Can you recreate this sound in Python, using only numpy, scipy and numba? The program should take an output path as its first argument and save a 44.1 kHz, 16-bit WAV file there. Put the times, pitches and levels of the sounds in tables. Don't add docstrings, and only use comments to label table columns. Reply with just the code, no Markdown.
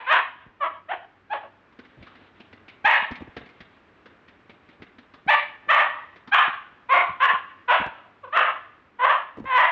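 import sys
import numpy as np
from scipy import signal
from scipy.io import wavfile
from scipy.ndimage import uniform_filter1d
from numba import njit

SR = 44100
rng = np.random.default_rng(int(sys.argv[2]) if len(sys.argv) > 2 else 0)


def voltage_ratio(decibels):
    exponent = np.asarray(decibels, float) / 20
    return 10 ** exponent


def waveform_to_disk(signal):
    frames = np.transpose(np.atleast_2d(signal))
    scaled = np.clip(frames, -1, 1) * 32767
    samples = np.round(scaled).astype(np.int16)
    wavfile.write(sys.argv[1], SR, samples)


N = 428211

# f/Hz, level per Hz/dB
TOWN_SPECTRUM = [(12, -43), (20, -28.5), (48, -4), (93, 1.5), (142, -3), (293, 3.5), (440, -2), (576, -3.5),
                 (846, -5), (1360, -1.5), (2130, -8.5), (2800, -15), (4390, -34.5), (5710, -64.5),
                 (9660, -120)]
TOWN_DB, HUM_HZ, HUM_DB = -58, 97.8, -72
# start t/s, opening note length/s, hoarse part length/s, peak level/dB, sag over the hoarse part/dB
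BARKS = [(0, 0.0052, 0.022, -37.5, 3), (.06, 0.059, 0.07, -12.5, 4), (.6, .033, 0.037, -18.5, 1),
         (.882, .03, 0.032, -26, 4.5), (1.297, 0.033, 0.041, -22, 5.5), (2.842, .02, 0.084, -10.5, 6.5),
         (5.274, 0.025, 0.047, -11.5, 4), (5.682, 0.027, .1, -10, 6.5), (6.314, 0.026, .1, -12, 10.5),
         (6.886, 0.046, .08, -10.5, 8), (7.195, 0.046, 0.095, -10, 22.5), (7.676, .035, 0.073, -12.5, 8.5),
         (8.229, 0.015, 0.0097, -32.5, 2), (8.32, 0.041, 0.11, -16, 10), (8.985, 0.062, 0.031, -10.5, 8.5),
         (9.084, 0.021, 0.038, -12.5, 7), (9.448, 0.13, .075, -11.5, 6.5)]
# first f/Hz, top of the note f/Hz, hoarse f/Hz, roughness [0-1],
# strong-weak alternation of the cycles [0-1]
VOICES = [(479, 490, 450, .4, .5), (480, 655, 665, .45, 1), (591.5, 550, 670, 0.21, .95),
          (611, 783, 775, 0.5, 1), (790, 855, 600, .25, 0.44), (789, 918, 625, .3, 0.78),
          (800.5, 920, 615, .24, .2), (617, 707, 620, .3, 0.8), (772, 860, 745, 0.4, 1),
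          (498.5, 550, 700, .3, .95), (467, 560, 545, .45, 0.1), (468.5, 500, 640, .35, 0.82),
          (570, 530, 500, 0.05, 0.1), (573.7, 736, 600, .45, 0.63), (471.4, 530, 590, 0.4, 0.5),
          (539, 590, 600, .4, 0.6), (537, 485, 648, .3, .6)]
# chest level/dB, jaw resonance f/Hz, mouth resonance f/Hz,
# facing level/dB, walls level/dB
STANCES = [(0, 940, 1740, 1.5, 5), (-5, 1020, 1660, 1.5, -6.5), (-2.5, 1147, 2110, -9, -6.5),
           (-29, 774, 1850, -2, -6), (2, 960, 1600, -5, -5.5), (-6, 950, 1830, 3, 0),
           (-2.5, 950, 1910, 2.5, -2), (-7, 1110, 1900, -1, 2), (-12, 1135, 1700, 0.5, 1),
           (-4, 1095, 2210, -3.5, 0.5), (-10, 1080, 1750, 0, -3), (-2.5, 974, 1570, -1.5, 0),
           (2.5, 1200, 1550, -11, 0), (-4.5, 1182, 1756, -2, 1.5), (-3.5, 1074, 1960, -7.5, 0.5),
           (-7, 1060, 1820, -6, -2), (-5.5, 1030, 1900, -2, 1)]
# f/Hz, width/Hz, level/dB
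THROAT = [
    (643, 410, -9.5),
    (2660, 605, -8.5),
    (3185, 860, -14.5),
]
JAW_WIDTH_HZ, MOUTH_WIDTH_HZ, MOUTH_DB, TEETH_DB = 183, 323, -4.5, -2
ATTACK_S, BREAK_S, RELEASE_S, EDGE_DB = .008, .006, .025, 21.5
SWELL_DB_PER_S, SWELL_MAX_DB = 283, 21.5
NOTE_ROUGH, BREAK_ROUGH, BREAK_WEAK, END_PITCH = .4, 1.2, 0.45, .96
# delay t/s, level/dB
ECHOES = [
    (0.013, -10),
    (.023, -13),
    (0.038, -5.5),
    (.057, -13),
    (.075, -15),
    (.099, -13),
    (.129, -22),
]
GARDEN_T60_S, GARDEN_DB = 0.64, -12
# t/s, level/dB, f/Hz, slab level/dB
THUDS = [(0.466, -41, 190, -50.5), (1.975, -50, 193, -48), (1.999, -48, 161, -51), (2.014, -58, 186, -53),
         (2.845, -29.5, 279, -75), (3.023, -36, 215, -58.5), (3.109, -41, 216, -40), (3.209, -36, 344, -41),
         (3.222, -27.5, 277, -46), (3.277, -36, 240, -49), (3.37, -49, 226, -47), (3.409, -41, 285.5, -54),
         (3.427, -47, 277, -54), (3.604, -47, 350, -51.5), (4.799, -45, 293, -51), (5.266, -29.5, 252, -54),
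         (5.676, -39, 300, -59.5), (6.481, -30.5, 250, -58.5), (7.091, -44, 384.6, -43),
         (7.334, -35, 256, -55.5), (7.8, -26.5, 296, -43), (7.814, -25.5, 268, -51.5),
         (7.865, -25, 336, -41.5), (9.374, -31, 240, -49), (9.387, -27, 300, -53.5), (9.4, -25.5, 250, -56),
         (9.419, -36, 199, -42.5), (9.444, -31.5, 363, -41)]
# t/s, level/dB
SCRAPES = [
    [(1.65, -73.5), (1.828, -58), (2.0, -52), (2.734, -64), (2.82, -55)],
    [(3.3, -56.5), (3.518, -54), (4.108, -61.5), (4.336, -89), (4.702, -51), (5.074, -85), (5.26, -58)],
]
# t/s, shell tick level/dB, hollow thump level/dB, tick f/Hz
KNOCKS = [(1.7245, -50.5, -71, 1200), (1.79, -38.5, -42, 1510), (1.8505, -43.5, -70, 1710),
          (2.0263, -39, -45, 2360), (2.0677, -40.5, -63, 1300), (2.154, -43, -52, 1880),
          (2.21, -56, -53, 2440), (2.4022, -41, -42.5, 2500), (2.5285, -39.5, -45, 1880),
          (2.6821, -36.5, -52, 2270), (3.1118, -33, -32.5, 1340), (3.1548, -33, -56, 2170),
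          (3.3665, -32.5, -32.5, 1810), (3.4592, -42.5, -53, 2096), (3.49, -44, -62, 2250),
          (3.6049, -36, -46, 1860), (4.058, -40.5, -47, 1620), (4.281, -42.5, -57, 1850),
          (4.4959, -41.5, -46, 2200), (4.688, -45.5, -50, 2000), (4.8208, -37.5, -39, 1920),
          (4.9844, -42, -45.5, 1760), (5.1383, -39, -52, 1240), (6.1597, -42, -48.5, 1840),
          (6.2753, -36, -43, 1200)]
# f/Hz, width/Hz, level/dB
BALL_AIR = [
    (250, 78, 0),
    (445, 40, -20.5),
]


def rms1(x):
    return x / np.sqrt(np.mean(x ** 2))


def ring(x, hz, width):
    return signal.lfilter(*signal.iirpeak(hz, hz / width, fs=SR), x)


def walk(rate, size=N):
    hold = int(SR / rate)
    steps = np.repeat(rng.standard_normal(size // hold + 1), hold)
    return 1.494 * uniform_filter1d(uniform_filter1d(steps, hold), hold)[:size]


def place(out_len, s, sound):
    i = int(s * SR)
    return np.pad(sound, (i, out_len))[:out_len]


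def town():
    out, swell = 0, walk(0.57)
    hz_points, db_points = np.transpose(TOWN_SPECTRUM)
    for hz in 25 * 2 ** np.arange(0, 8.1, 1 / 2):
        band = ring(ring(rng.standard_normal(N), hz, hz / 2), hz, hz / 2)
        db = np.interp(np.log(hz), np.log(hz_points), db_points) + swell + 0.5 * walk(22)
        out = out + voltage_ratio(db) * band
    hum = rms1(ring(rng.standard_normal(N), HUM_HZ, 4.1))
    return voltage_ratio(TOWN_DB) * rms1(out) + voltage_ratio(HUM_DB) * hum


def bark_shape(start, note, hoarse, peak_db, sag_db, first_hz, top_hz, hoarse_hz, rough, weak):
    lead_db = min(SWELL_DB_PER_S * note, SWELL_MAX_DB)
    end = start + note + hoarse
    return [(start, first_hz, peak_db - lead_db - EDGE_DB, NOTE_ROUGH * rough, 0),
            (start + min(ATTACK_S, note / 2), first_hz, peak_db - lead_db, NOTE_ROUGH * rough, 0),
            (start + note, top_hz, peak_db, NOTE_ROUGH * rough, 0),
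            (start + note + BREAK_S, hoarse_hz, peak_db, BREAK_ROUGH * rough, BREAK_WEAK * weak),
            (end - hoarse / 2, hoarse_hz, peak_db - sag_db / 2, rough, weak),
            (end, hoarse_hz, peak_db - sag_db, rough, weak),
            (end + RELEASE_S, END_PITCH * hoarse_hz, peak_db - sag_db - EDGE_DB, rough, weak)]


@njit
def vocal_folds(hz, jitter, shimmer, weak, chance):
    pulses, phase = np.zeros(len(hz) + 1), np.empty(len(hz))
    p, cycle = .9, 0
    for i in range(len(hz)):
        step = hz[i] * max(1 + jitter[i] * chance[cycle, 0], .5) / SR
        p += step
        if p >= 1:
            p, cycle = p - 1, cycle + 1
            size = np.exp(shimmer[i] * chance[cycle, 1]) * (1 - weak[i] * (cycle % 2))
            pulses[i] += size * p / step
            pulses[i + 1] += size * (1 - p / step)
        phase[i] = p
    return pulses[:-1], phase


@njit
def moving_ring(x, hz, width):
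    y, band, low = np.empty(len(x)), 0., 0.
    for i in range(len(x)):
        g, k = np.tan(np.pi * hz[i] / SR), width / hz[i]
        v = (band + g * (x[i] - low)) / (1 + g * (g + k))
        band, low, y[i] = 2 * v - band, low + 2 * g * v, k * v
    return y


def bark(rows, stance):
    s, *columns = np.transpose(rows)
    s = np.maximum.accumulate(s)
    t = np.arange(s[0], s[-1], 1 / SR)
    hz, level_db, rough, weak = (np.interp(t, s, c) for c in columns)
    rough, weak = np.clip(rough, 0, 1), np.clip(weak, 0, 1)
    chance = np.clip(rng.standard_normal((1000, 2)), -1.7, 1.7)
    air = rng.standard_normal(SR // 2)[:len(t)]
    wobble, throb = walk(90, size=SR)[:len(t)], walk(140.13, size=SR)[:len(t)]
    drifting_hz = hz * (1 + 0.1394 * rough * wobble)
    pulses, phase = vocal_folds(drifting_hz, .16 * rough, 0.34 * rough, weak, chance)
    breath = (0.18 + 2.0 * rough) * air * np.exp(-phase / 1.35)
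    source = pulses * np.sqrt(SR / hz) + breath
    ring_out = (0, 600)
    source = np.pad(source * voltage_ratio(level_db + 3.9 * rough * throb), ring_out)
    under_peak_db = level_db - level_db.max()
    sharp = source * np.pad(voltage_ratio(0.16 * under_peak_db), ring_out)
    chest_db, jaw_hz, mouth_hz, facing_db, _ = stance
    opening = np.pad(np.clip(1 + 0.0037 * under_peak_db, .6, 1), ring_out, "edge")
    (chest_hz, chest_width, low_db), *teeth = THROAT
    voice = voltage_ratio(low_db + chest_db) * ring(source, chest_hz, chest_width)
    voice -= moving_ring(source, jaw_hz * opening, 1. * JAW_WIDTH_HZ)
    voice += voltage_ratio(MOUTH_DB + facing_db) * ring(source, mouth_hz, MOUTH_WIDTH_HZ)
    for k, (f, width, db) in enumerate(teeth):
        voice += (-1) ** (k + 1) * voltage_ratio(db + TEETH_DB + facing_db) * ring(sharp, f, width)
    return 6 * signal.sosfilt(signal.butter(2, 350, "high", fs=SR, output="sos"), voice)


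def garden():
    t = np.arange(SR) / SR
    tail = rng.standard_normal(SR) * voltage_ratio(2.4 * walk(120.67, size=SR))
    tail = tail * (1 - np.exp(-t / 0.028)) * np.exp(-np.log(1000) * t / GARDEN_T60_S)
    out = voltage_ratio(GARDEN_DB) * tail / np.sqrt(np.sum(tail ** 2))
    smear = np.exp(-np.arange(900) / 130)
    for s, db in ECHOES:
        burst = rng.standard_normal(len(smear)) * smear
        burst = voltage_ratio(db) * burst / np.sqrt(np.sum(burst ** 2))
        out += place(SR, s * (1 + .08 * rng.standard_normal()), burst)
    return out


def thuds():
    out, t = np.zeros(N), np.arange(SR // 8) / SR
    for s, db, hz, slab_db in THUDS:
        push = rng.standard_normal((2, len(t))) * t * np.exp(-t / np.array([[.003], [.008]]))
        thud = ring(ring(push[0], hz, 0.51 * hz), hz, 2.7 * hz)
        slab = ring(ring(push[1], 87, 130), 80, 160)
        step = voltage_ratio(db - 2.0) * thud / abs(thud).max()
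        step += voltage_ratio(slab_db + 5.5) * slab / abs(slab).max()
        out += place(N, s - .004, step)
    return out


def scrape():
    t, gain = np.arange(N) / SR, np.zeros(N)
    for rows in SCRAPES:
        s, db = np.transpose(rows)
        gain += voltage_ratio(np.interp(t, s, db - 9, -120, -120))
    grit = rng.standard_normal(N) * voltage_ratio(0.88 * rng.exponential(size=N))
    return gain * voltage_ratio(3.9 * walk(20)) * rms1(ring(grit, 1200, 2500))


def ball_knocks():
    out, t = np.zeros(N), np.arange(SR // 10) / SR
    for s, tick_db, thump_db, hz in KNOCKS:
        rattle = rng.standard_normal(len(t)) * np.exp(-t / 0.015) * (1 - np.exp(-t / 0.0024))
        tick = ring(rattle, hz, 500) + 0.11 * ring(rattle, 2000, 4100)
        push = rng.standard_normal(len(t)) * t * np.exp(-t / 0.0043)
        thump = sum(voltage_ratio(db) * ring(push, f, width) for f, width, db in BALL_AIR)
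        knock = 1.1 * voltage_ratio(tick_db) * tick / abs(tick).max()
        knock += 2.08 * voltage_ratio(thump_db) * thump / abs(thump).max()
        out += place(N, s - .002, knock)
    return out


@njit
def squeeze(x, top, attack, release):
    y, envelope, gain = np.empty(len(x)), 0., 1.
    for i in range(len(x)):
        a = abs(x[i])
        envelope += (a - envelope) * (attack if a > envelope else release)
        gain += (min(1., top / (envelope + 1e-9)) - gain) * attack
        y[i] = x[i] * gain
    return y


def scene():
    ball = signal.sosfilt(signal.butter(5, 4300, fs=SR, output="sos"), ball_knocks())
    close = voltage_ratio(-5) * signal.fftconvolve(ball, garden())[:N] + scrape()
    for row, pitch, stance in zip(BARKS, VOICES, STANCES):
        voice = bark(bark_shape(*row, *pitch), stance)
        echoes = voltage_ratio(stance[-1]) * signal.fftconvolve(voice, garden())
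        close += place(N, row[0], voice) + place(N, row[0], echoes)
    close = signal.sosfilt(signal.butter(9, 3850, fs=SR, output="sos"), close)
    return (close + ball + thuds() + town())[None]


def band_limit(x):
    return signal.sosfilt(signal.butter(12, 8700, fs=SR, output="sos"), x)


def record(dry):
    x = squeeze(dry[0], 0.4, 0.23, 0.00077)
    x = x - 0.18 * x ** 3
    over = x - np.clip(x, -.4, .4)
    x = np.clip(x - .15 * over, -.54, .54)
    x = signal.sosfilt(signal.ellip(8, .2, 80, 8100, fs=SR, output="sos"), x)
    return band_limit(x[None])


dry = scene()
out = record(dry)
waveform_to_disk(out)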